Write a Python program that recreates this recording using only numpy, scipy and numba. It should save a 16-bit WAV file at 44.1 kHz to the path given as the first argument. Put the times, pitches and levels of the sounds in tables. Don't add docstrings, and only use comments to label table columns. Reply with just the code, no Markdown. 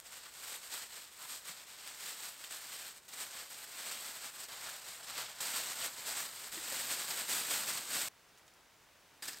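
import sys
import numpy as np
from scipy import signal
from scipy.fft import rfft, irfft
from scipy.io import wavfile
from scipy.ndimage import uniform_filter1d
from numba import njit

SR = 44100
rng = np.random.default_rng(int(sys.argv[2]) if len(sys.argv) > 2 else 0)


def nominal_scale(level):
    x = np.asarray(level, float) / 20
    return 10 ** x


def to_wav(sig):
    pcm = np.clip(np.atleast_2d(sig), -1, 1) * 32767
    pcm = np.round(pcm).astype(np.int16)
    wavfile.write(sys.argv[1], SR, pcm.T)


N = 414540


def noise():
    return rng.standard_normal(N)


def level(x, db):
    return x * nominal_scale(db) / np.sqrt(np.mean(x ** 2))


def colour(x, points):
    hz, db = np.transpose(points)
    grid = np.maximum(np.fft.rfftfreq(4096, 1 / SR), 1)
    log_gain = np.interp(np.log(grid), np.log(hz), db) * np.log(10) / 20
    cepstrum = irfft(log_gain)
    cepstrum[1:2048] *= 2
    cepstrum[2049:] = 0
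    return signal.fftconvolve(x, irfft(np.exp(rfft(cepstrum))))[:N]


def walk(rate):
    hold = int(SR / rate)
    steps = np.repeat(rng.standard_normal(N // 20)[:N // hold + 1], hold)
    return 1.3 * uniform_filter1d(uniform_filter1d(steps, hold), hold)[:N]


def steady(x, hold_s=0.06):
    hold = int(hold_s * SR)
    power = uniform_filter1d(uniform_filter1d(x ** 2, hold), hold)
    return x / np.sqrt(power)


@njit
def rings(start, hz, cycles, size):
    out = np.zeros(N + 8192)
    for g in range(len(start)):
        turn = np.exp((2j * np.pi - 1 / cycles[g]) * hz[g] / SR)
        z = size[g] + 0j
        for i in range(min(int(5 * cycles[g] * SR / hz[g]) + 2, 8192)):
            out[start[g] + i] += z.real
            z *= turn
    return out[:N]


def ring_clusters(table, turns, spread, tail_s, after_db, count):
    s, db, hz = np.transpose(table)[:, :, None]
    late, tone = np.moveaxis(rng.random((len(table), count, 2)), 2, 0)
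    after = np.arange(count) > 0
    start = ((s + after * late * tail_s) * SR).astype(np.int64)
    pitch = np.clip(hz * np.exp(after * spread * (2 * tone - 1)), 40, 15000)
    size = nominal_scale(db + after * (after_db - 6.5 * late)) * (-1) ** np.arange(count)
    cycles = np.full(size.size, max(turns, 0.2))
    return rings(np.minimum(start.ravel(), N - 1), pitch.ravel(), cycles, size.ravel())


# hz, level_db per Hz
HISS_COLOUR = [(20, -1), (200, -5), (2000, -13.5), (15800, -12)]


def capsule_hiss():
    return np.array([[1], [-1]]) * level(colour(noise(), HISS_COLOUR), -74.5)


# hz, level_db per Hz
AIR_COLOUR = [(15, -38), (30, -8.5), (100, -7.5), (250, -10.5), (600, -7.5), (1600, -8), (6000, -15.5),
              (8200, -17.5), (10000, -21.5), (15700, -22)]


def forest_air():
    return level(colour(noise(), AIR_COLOUR), -64.5) * nominal_scale(1.1 * walk(1.65))


# start_s, peak_db, pitch_hz
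CORD_TICKS = [(0.002, -41, 7000), (8.2884, -55, 5810), (8.3514, -57, 6340), (8.3759, -49, 6420),
              (8.3844, -53, 8400), (8.389, -53, 8030), (8.4677, -56, 7310), (8.4797, -49, 6500),
              (8.4834, -57, 7940), (8.538, -52, 8040), (8.5694, -59, 5580), (8.8298, -55, 5990),
              (9.2354, -45, 8210), (9.2554, -31, 8040), (9.2872, -31, 7970), (9.3326, -35, 6900),
              (9.3454, -46, 5660), (9.386, -40, 7960)]


def ticks():
    return nominal_scale(2.5) * ring_clusters(CORD_TICKS, turns=1.5, spread=0.9, tail_s=0.011, after_db=-4.0, count=8)


# start_s, level_db, fade_s
WAD_PRESSES = [
    (9.223, -35.5, 0.017),
    (9.279, -33, 0.013),
    (9.331, -39, 0.007),
    (9.344, -39, .004),
    (9.361, -45, .003),
    (9.371, -42, .006),
]
# pitch_hz, width_hz, level_db
WAD_HOLLOWS = [
    (242, 71, -5),
    (1800, 350, 3),
    (4950, 530, 2.5),
]


def wad():
    t = np.arange(N) / SR
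    push = np.zeros(N)
    for s, db, fade in WAD_PRESSES:
        push += nominal_scale(db) * (t > s) * np.exp(-np.maximum(t - s, 0) / fade)
    rush = noise() * push
    return sum(nominal_scale(db) * signal.lfilter(*signal.iirpeak(hz, hz / width, SR), rush)
               for hz, width, db in WAD_HOLLOWS)


# start_s, peak_db, pitch_hz
AIR_POCKETS = [(.255, -45.5, 1490), (1.19, -47.5, 1097), (1.23, -48, 1200), (4.66, -38, 1500),
               (1.48, -64, 180), (4.99, -52, 850), (5.085, -44, 1500), (5.18, -39, 1500), (6.08, -50, 550),
               (6.6, -72, 60), (7.29, -68, 65), (7.72, -72, 70), (7.94, -46, 680), (8.38, -59, 2200),
               (8.59, -62, 1000)]


def pockets():
    return ring_clusters(AIR_POCKETS, turns=1.3, spread=0.26, tail_s=0.041, after_db=0.5, count=16)


# start_s, peak_db, pitch_hz
TIGHT_POPS = [
    (2.441, -37, 3300),
    (3.082, -45, 7000),
    (6.571, -52, 330),
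    (6.577, -38, 1900),
    (6.722, -44, 518),
    (7.29, -37, 1800),
    (9.278, -38, 8000),
]


def pops():
    return ring_clusters(TIGHT_POPS, turns=2.3, spread=0.13, tail_s=0.013, after_db=-2.0, count=8)


# start_s, peak_db, pitch_hz
CREASE_SNAPS = [(0.0428, -42, 7770), (0.3381, -36, 8330), (0.7188, -32, 4330), (1.1583, -42, 8300),
                (1.4536, -35, 7870), (1.7559, -41, 4170), (1.8457, -37, 2650), (1.8754, -32, 8260),
                (2.3925, -37, 8170), (2.5202, -32, 8250), (2.9751, -41, 8000), (3.0864, -36, 8680),
                (3.1283, -34, 7910), (3.2001, -27, 8190), (3.3124, -37, 8240), (3.3707, -34, 7930),
                (4.4009, -32.5, 7840), (4.498, -37, 1560), (5.0838, -36, 7840), (5.4081, -22, 8510),
                (6.0641, -28, 8010), (6.5246, -28, 8260), (6.9142, -23, 8340), (7.0948, -28, 8130),
                (7.293, -20, 7830), (7.8725, -32, 7780)]


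def snaps():
    return nominal_scale(-12) * ring_clusters(CREASE_SNAPS, turns=1.12, spread=0.35, tail_s=0.014,
                                    after_db=4.5, count=16)


# hz, level_db per Hz
FOIL_COLOUR = [(50, -32), (100, -17.5), (170, -11.5), (350, -15), (530, -9), (1190, -4.5), (1450, -2),
               (2580, -3), (4600, -1.5), (6140, -5), (8200, 4), (10200, -10.5), (13000, -2.5),
               (15700, -8.5)]


def foil_colour(x):
    return colour(x, FOIL_COLOUR)


# start_s, peak_db
DRY_CRACKS = [(0.0011, -28), (0.125, -37), (0.3397, -37), (1.0361, -41), (1.1594, -42), (1.2424, -32),
              (1.8761, -27), (1.9487, -34), (2.3938, -35), (2.44, -29), (2.447, -33), (2.8662, -31),
              (2.9642, -39), (2.9765, -39), (2.9834, -41), (3.055, -47), (3.0872, -35), (3.091, -34),
              (3.1742, -35), (3.6432, -34), (4.2407, -36), (4.2979, -35), (4.4022, -32), (5.4097, -26),
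              (6.3653, -34), (6.5257, -30), (6.9027, -23), (7.3834, -22), (9.3737, -39), (9.3861, -41)]


def cracks():
    s, db = np.transpose(DRY_CRACKS)
    pulses = np.zeros(N)
    pulses[(s * SR).astype(int)] = nominal_scale(db) * np.sign(rng.random(len(s)) - 0.5)
    crack = foil_colour(pulses)
    return crack * nominal_scale(0.8) * np.abs(pulses).max() / np.abs(crack).max()


def strays(per_s=45, scatter_db=3.2):
    when, big, way = rng.random((int(per_s * N / SR), 3)).T
    pulses = np.zeros(N)
    pulses[(when * N).astype(int)] = np.sign(way - 0.5) * nominal_scale(-scatter_db * np.log(1 - 0.95 * big))
    return signal.sosfilt(signal.butter(2, 2500, "high", fs=SR, output="sos"), foil_colour(pulses))


def creases(per_s=16000, scatter_db=1.9, turns=0.99, turns_spread=0.86, burst_db=1.0, patch_db=0.5):
    when, narrow, big, ring, way = rng.random((int(per_s * N / SR), 5)).T
    start = (when * N).astype(np.int64)
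    narrow = narrow ** 0.6
    hz = 250 * 60 ** narrow
    cycles = np.maximum(turns * np.exp(turns_spread * (2 * ring - 1)), 0.2)
    avalanche_db = burst_db * walk(120)[start]
    avalanche_db += patch_db * walk(60)[start] * np.cos(3 * np.pi * narrow)
    big_db = -scatter_db * np.log(1 - 0.985 * big)
    size = np.sign(way - 0.5) * hz / np.sqrt(cycles * narrow) * nominal_scale(big_db + avalanche_db)
    return rings(start, hz, cycles, size)


def effort(t, idle_db, tugs, round_top=0.51):
    s, db, rise, fall, sizzle_db = np.reshape(tugs, (-1, 5)).T[:, :, None]
    coarse = t[::32]
    steps = np.maximum((s - coarse) / np.maximum(rise, 0.003), (coarse - s) / np.maximum(fall, 0.003))
    swell_db = db - 10 * (np.hypot(steps, round_top) - round_top)

    def total_db(each_db):
        power = nominal_scale(2 * idle_db) + nominal_scale(2 * each_db).sum(axis=0)
        return np.interp(t, coarse, 10 * np.log10(power))

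    return total_db(swell_db), total_db(swell_db + sizzle_db)


LAYER_EDGES = (130, 400, 1200, 6500)
# start_s, idle_crackle_db, sway_db, flap_db, folds_db
SCENE_SHOTS = [
    (0, -69, -39, -24, -12),
    (3.08, -62, -35, -22, -10.5),
    (4.485, -58.5, -27, -24, -9),
    (5.404, -56, -30, -21, -10),
    (6.518, -54, -32, -18.5, -11),
    (8.085, -120, -30, -20, -10),
    (9.223, -70, -36, -17, -12),
]
# peak_s, peak_db, rise_s, fall_s, sizzle_db
HAND_TUGS = [(0.075, -57.9, 0.012, 0.011, 0.7), (0.162, -54.5, 0.087, 0.033, 0),
             (0.265, -55.5, 0.097, 0.019, -3.5), (0.34, -61, 0.011, 0.089, -5),
             (0.55, -47.5, 0.13, 0.024, 0.5), (0.655, -53.3, 0.066, 0.032, 0.4),
             (0.731, -45, 0.02, 0.078, -0.0), (0.827, -49.5, 0.017, 0.022, -2),
             (0.95, -53.5, 0.062, 0.14, -1), (1.232, -52, 0.049, 0.046, 0.9),
             (1.318, -48, 0.035, 0.062, 1.1), (1.457, -52.5, 0.012, 0.012, -3),
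             (1.489, -47, 0.017, 0.035, -0.7), (1.607, -55.2, 0.073, 0.03, -2.5),
             (1.69, -56, 0.029, 0.11, -2), (1.883, -52.4, 0.097, 0.072, -2.5),
             (2.079, -47.5, 0.1, 0.08, -0.7), (2.245, -48, 0.043, 0.073, 0.5),
             (2.445, -52.5, 0.032, 0.019, -1.0), (2.519, -50, 0.0062, 0.063, 0.5),
             (2.729, -52, 0.016, 0.016, -1.3), (2.866, -51, 0.37, 0.031, -0.7),
             (2.963, -59, 0.23, 0.035, 0.3), (3.051, -71, 0.005, 0.032, 1),
             (3.133, -51.6, 0.01, 0.018, 0.0), (3.21, -45.4, 0.02, 0.034, 1.3),
                  (3.388, -50.5, 0.066, 0.055, -2.7), (3.418, -54, 0.4, 0.055, -0.5),
                  (3.51, -55, 0.016, 0.158, 1), (3.648, -51, 0.037, 0.005, 0.0),
                  (3.805, -50, 0.027, 0.01, -3), (3.919, -46.3, 0.12, 0.04, -1),
                  (4.118, -49, 0.3, 0.059, 0), (4.248, -48.0, 0.039, 0.043, -1.5),
                  (4.436, -51.5, 0.1, 0.021, 1), (4.575, -52, 0.33, 0.208, -3.5),
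                  (4.655, -48.2, 0.029, 0.07, -1.3), (4.76, -54.4, 0.028, 0.032, 1),
                  (4.872, -52.5, 0.027, 0.15, -1), (5.099, -48, 0.032, 0.028, -3.5),
                  (5.191, -45, 0.024, 0.032, -1), (5.198, -45.8, 0.071, 0.092, -6),
                  (5.4, -56.5, 0.046, 0.007, -4),
             (5.407, -43, 0.398, 0.24, 0.34), (5.565, -40.5, 0.018, 0.041, -0.4),
                   (5.716, -45.5, 0.1, 0.019, -1.0), (5.856, -41.4, 0.067, 0.025, -0.3),
                   (5.985, -50, 0.016, 0.063, -0.5), (6.082, -42.5, 0.021, 0.062, 0.1),
                   (6.189, -43.5, 0.045, 0.067, 0.8), (6.455, -52, 0.13, 0.053, 0.8),
                   (6.522, -49, 0.398, 0.073, 0.9), (6.769, -43.5, 0.13, 0.15, 0.7),
                   (6.919, -41, 0.025, 0.043, 0.6), (7.009, -45, 0.032, 0.035, 0.5),
                   (7.107, -43.6, 0.025, 0.036, 0.0), (7.198, -44, 0.029, 0.047, 0.0),
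                   (7.203, -46.5, 0.218, 0.037, 0.8), (7.306, -39, 0.018, 0.14, 1.3),
                   (7.517, -39.1, 0.026, 0.11, 1.0), (7.686, -41.5, 0.019, 0.079, 0.73),
                   (7.778, -46, 0.025, 0.042, 0.1), (7.955, -40, 0.051, 0.13, 0.78),
                   (9.228, -49, 0.007, 0.021, -0.3), (9.281, -51.5, 0.4, 0.075, -1.0),
                   (9.282, -47.5, 0.004, 0.026, 1.0)]


def rustle():
    sheet = foil_colour(level(creases(), 0) + nominal_scale(-8) * noise())
    below = [signal.sosfiltfilt(signal.butter(4, hz, fs=SR, output="sos"), sheet) for hz in LAYER_EDGES]
    layers = np.diff([0 * sheet, *below, sheet], axis=0)
    sway, flap, folds, crackle, sizzle = (steady(x) for x in layers)
    sway, flap, folds = (x * nominal_scale(0.57 * walk(7)) for x in (sway, flap, folds))
    out, pricks, clumps = np.zeros(N), strays(), walk(70)
    all_tugs = HAND_TUGS
    shot_ends = SCENE_SHOTS[1:] + [(N / SR,)]
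    for (start, idle_db, sway_db, flap_db, folds_db), (end, *_) in zip(SCENE_SHOTS, shot_ends):
        shot = np.arange(max(int(start * SR), 0), min(int(end * SR), N))
        tugs = [tug for tug in all_tugs if start <= tug[0] < end]
        crackle_db, sizzle_db = effort(shot / SR, idle_db, tugs)
        extra = crackle_db + 53
        low = nominal_scale(sway_db - 0.23 * extra) * sway[shot]
        low += nominal_scale(flap_db - 0.08 * extra) * flap[shot]
        low += nominal_scale(folds_db - 0.067 * extra) * folds[shot]
        bunch_db = np.clip(1.03 - 0.086 * extra, 0, 3) * clumps[shot]
        fine = sizzle[shot] + nominal_scale(5 - 0.35 * extra) * pricks[shot]
        out[shot] = nominal_scale(crackle_db + bunch_db) * (crackle[shot] + low) + nominal_scale(sizzle_db + bunch_db) * fine
    return out


def scene():
    foil = rustle() + cracks() + snaps() + pops() + pockets() + wad()
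    return foil + ticks() + forest_air() + capsule_hiss()


def top_cut(x):
    return signal.sosfilt(signal.butter(12, 16380, fs=SR, output="sos"), x)


def record(dry):
    kept = np.fft.rfftfreq(N, 1 / SR) < 15800
    mix = irfft(rfft(dry) * kept, N)
    return top_cut(mix)


dry = scene()
out = record(dry)
to_wav(out)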